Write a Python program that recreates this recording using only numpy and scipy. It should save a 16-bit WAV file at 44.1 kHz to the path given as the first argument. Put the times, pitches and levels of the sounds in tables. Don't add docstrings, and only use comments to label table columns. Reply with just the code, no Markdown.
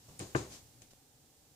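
import sys
import numpy as np
from scipy import signal
from scipy.fft import rfft, irfft
from scipy.io import wavfile

SR = 44100
rng = np.random.default_rng(int(sys.argv[2]) if len(sys.argv) > 2 else 0)


def transcribe(signal):
    frames = np.atleast_2d(signal).T
    limited = np.clip(frames, -1, 1)
    pcm = np.round(limited * 32767).astype(np.int16)
    wavfile.write(sys.argv[1], SR, pcm)


N = 68355

# start_s, housing_db, crack_db, counter_db, tilt_db_per_octave, boom_db, rattle_db, rise_s
KNOCKS = [(.2, -45.5, -54.5, -39.5, -0.5, -47, -47.5, 0.0098),
          (0.349, -23.5, -34.5, -32, 0, -36.5, -41.5, 0.002)]

def lever_knocks():
    out = 0
    for start, housing_db, crack_db, counter_db, tilt_db, boom_db, rattle_db, rise in KNOCKS:
        out += amp(housing_db) * housing_clack(start)
        out += amp(crack_db) * crack(start)
        out += amp(counter_db) * counter_ring(start, rise, tilt_db)
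        out += amp(boom_db) * boom(start, rise)
        out += amp(rattle_db) * rattle(start)
    return out

# pitch_hz, level_db, decay_s (a decay is the time to fade by 60 dB)
HOUSING_TONES = [(123, -5, 0.14), (325, 4.5, 0.064), (468, 3.5, 0.04), (668.7, -3.5, 0.059),
                 (830, -7.5, 0.062), (1020, -7, 0.065), (1197, -11, 0.1), (1344, -15, 0.087),
                 (1540, -1.5, 0.034), (1598, -5, 0.062), (1754, -9, 0.074), (2513, -13, 0.025),
                 (2795, -17, 0.03), (2943, -19.5, 0.028)]

def housing_clack(start, rise_cycles=1.78):
    return ring(HOUSING_TONES, start, lambda hz: rise_cycles / hz, left_db=7.5)

# pitch_hz, level_db
CRACK_COLOUR = [(200, -7), (600, -3.5), (1700, 0), (2100, -5.5), (2950, -11.5), (3300, -30), (9000, -45)]

def crack(start):
    return pan(4) * fade(start, rise_s=0.00052, decay_s=0.052) * noise(colour(CRACK_COLOUR))

# pitch_hz, level_db, decay_s
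COUNTER_TONES = [(71.9, -15.5, 0.51), (106.3, -2, 0.24), (125.7, -2, 0.17), (135.8, -4.5, 0.27),
                 (200.7, -7.5, 0.18), (267.2, -11, 0.26), (300.5, -5.5, 0.208), (340, -4.5, 0.21),
                 (386.7, -4.5, 0.26), (506, -16.5, 0.4), (694, -18, 0.12), (749, -16.5, 0.21),
                 (1067, -18.5, 0.4), (1113, -18, 0.33)]

def counter_ring(start, rise_s, tilt_db):
    lowest_hz = COUNTER_TONES[0][0]
    tones = [(hz, db + tilt_db * np.log2(hz / lowest_hz), decay) for hz, db, decay in COUNTER_TONES]
    return ring(tones, start, lambda hz: rise_s, left_db=8)

# pitch_hz, level_db
BOOM_COLOUR = [(30, -28), (50, -20), (70, -9), (125, -2.5), (220, -8.5), (340, -2), (600, -9), (1200, -16),
               (2500, -21.5), (5000, -45)]

def boom(start, rise_s):
    return fade(start, rise_s, decay_s=0.39) * noise(colour(BOOM_COLOUR))

# pitch_hz, level_db
RATTLE_COLOUR = [(1000, -8), (2500, -5), (4000, 1.5), (6100, 0.5), (6650, 8.5), (7300, 3), (8500, -2),
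                 (11000, -14), (15500, -28)]

def rattle(start):
    return pan(4) * fade(start, rise_s=0.0083, decay_s=0.4) * noise(colour(RATTLE_COLOUR))

# pitch_hz, level_db
TICK_COLOUR = [(200, 11), (600, 1), (1200, -11), (2500, 0.5), (4500, -3.5), (7000, 1.5), (10000, -5.5),
               (15500, -24)]
# start_s, ping_db, snap_db, pitch_hz, left_louder_db, echo_db, decay_s
TICKS = [(.0875, -57, -62, 5440, 13, -59.5, 0.0047), (0.191, -45, -49, 6900, 9, -54, 0.006),
         (0.1935, -25.5, -31.5, 8160, 6.5, -46.5, 0.0049), (0.2, -46, -39.5, 2520, 4, -63, 0.02),
         (0.8191, -48, -45, 7070, 6.5, -57, .014), (0.9342, -65, -42, 6500, -1.5, -68.5, 0.004)]

def metal_ticks(ping_width=0.1):
    out = 0
    for start, ping_db, snap_db, hz, left_db, echo_db, decay_s in TICKS:
        narrow_band = 1 / (1 + (np.log(freqs() / hz) / ping_width) ** 2)
        ping = amp(ping_db) * noise(narrow_band)
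        snap = amp(snap_db) * noise(colour(TICK_COLOUR))
        echo = amp(echo_db) * noise(colour(TICK_COLOUR))
        out += pan(left_db) * (ping + snap) * fade(start, rise_s=0.00037, decay_s=decay_s)
        out += echo * fade(start, rise_s=0.0015, decay_s=0.2)
    return out

# pitch_hz, level_db
BUMP_COLOUR = [(30, -21), (60, -4.5), (130, -1), (220, -9), (400, -17.5), (1000, -18.5), (2500, -45)]
# start_s, level_db, decay_s
BUMPS = [(0.079, -53.5, 0.45), (0.501, -57.5, 0.24), (.82, -75.5, 0.091), (1.235, -53, 0.042)]

def hand_bumps(rise_s=0.005):
    return sum(amp(db) * fade(start, rise_s, decay_s) * noise(colour(BUMP_COLOUR))
               for start, db, decay_s in BUMPS)

# pitch_hz, level_db
BRUSH_COLOUR = [(300, 4.5), (1000, -8), (2500, -5), (4500, 0), (7000, 2), (9000, -6.5), (12000, -11),
                (15500, -26)]
# peak_s, level_db, rise_s, fall_s
BRUSHES = [(.13, -66.5, 0.3, .06), (0.532, -50.5, 0.031, 0.059), (.912, -60.5, 0.0066, 0.011)]

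def brushing():
    t = np.arange(N) / SR
    out = 0
    for peak, db, rise, fall in BRUSHES:
        width_s = np.where(t < peak, rise, fall)
        swell = np.exp(-((t - peak) / width_s) ** 2)
        out += amp(db) * swell * pan(2) * noise(colour(BRUSH_COLOUR))
    return out

# pitch_hz, level_db
ROOM_COLOUR = [(25, -20), (45, -10), (75, -7.5), (95, -9), (113, -0.5), (135, -6.5), (190, -15),
               (245, -11.5), (295, -9.5), (350, -18), (430, -13.5), (570, -14.5), (660, -22), (745, -13.5),
               (840, -16.5), (1000, -23), (1350, -25), (1650, -24), (2300, -25.5), (3300, -23), (5500, -21),
               (7600, -20), (10000, -24), (15500, -26)]
# pitch_hz, left_louder_db
ROOM_BALANCE = [(60, 4), (300, 3.5), (1500, 0.5), (4000, -1.5), (7000, -5), (14000, -4)]
# time_s, level_db
ROOM_LEVEL = [(0, -62.5), (.3, -56), (.6, -59.5), (.75, -62), (.95, -63.5), (1.1, -64.5), (1.55, -64)]

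def room_tone():
    times, db = np.array(ROOM_LEVEL).T
    level = amp(np.interp(np.arange(N) / SR, times, db))
    lean = np.sqrt(colour(ROOM_BALANCE))
    return level * noise(colour(ROOM_COLOUR) * np.array([lean, 1 / lean]))

def ring(tones, start, rise_at, left_db, right_delay_s=0.0003, even_below_hz=248):
    t = since(start) - np.array([[0], [right_delay_s]])
    out = 0
    for hz, db, decay_s in tones:
        sides = pan(left_db / (1 + (even_below_hz / hz) ** 4))
        out += amp(db) * sides * fade(start, rise_at(hz), decay_s) * np.sin(2 * np.pi * hz * t)
    return out

def noise(gains, alike_below_hz=740):
    alike = 1 / (1 + (freqs() / alike_below_hz) ** 2)
    middle, side = rfft(rng.standard_normal((2, N)))
    stereo = middle * np.sqrt(1 + alike) + np.array([[1], [-1]]) * side * np.sqrt(1 - alike)
    wave = irfft(gains * stereo, N)
    return wave / wave.std()

def fade(start, rise_s, decay_s):
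    t = since(start)
    return (1 - np.exp(-(t / rise_s) ** 2)) * np.exp(-np.log(1000) * t / decay_s)

def colour(points):
    hz, db = np.array(points, float).T
    return amp(np.interp(np.log(freqs()), np.log(hz), db))

def freqs():
    return np.maximum(np.arange(N // 2 + 1) * SR / N, 1)

def since(start):
    return np.maximum(np.arange(N) / SR - start, 0)

def pan(left_db):
    return amp(np.array([[left_db], [-left_db]]) / 2)

def amp(db):
    return 10 ** (np.asarray(db) / 20)

def scene():
    return lever_knocks() + metal_ticks() + hand_bumps() + brushing() + room_tone()

def record(dry, top_hz=15500):
    return signal.sosfilt(signal.ellip(10, .2, 70, top_hz, fs=SR, output="sos"), dry)

dry = scene()
out = record(dry)
transcribe(out)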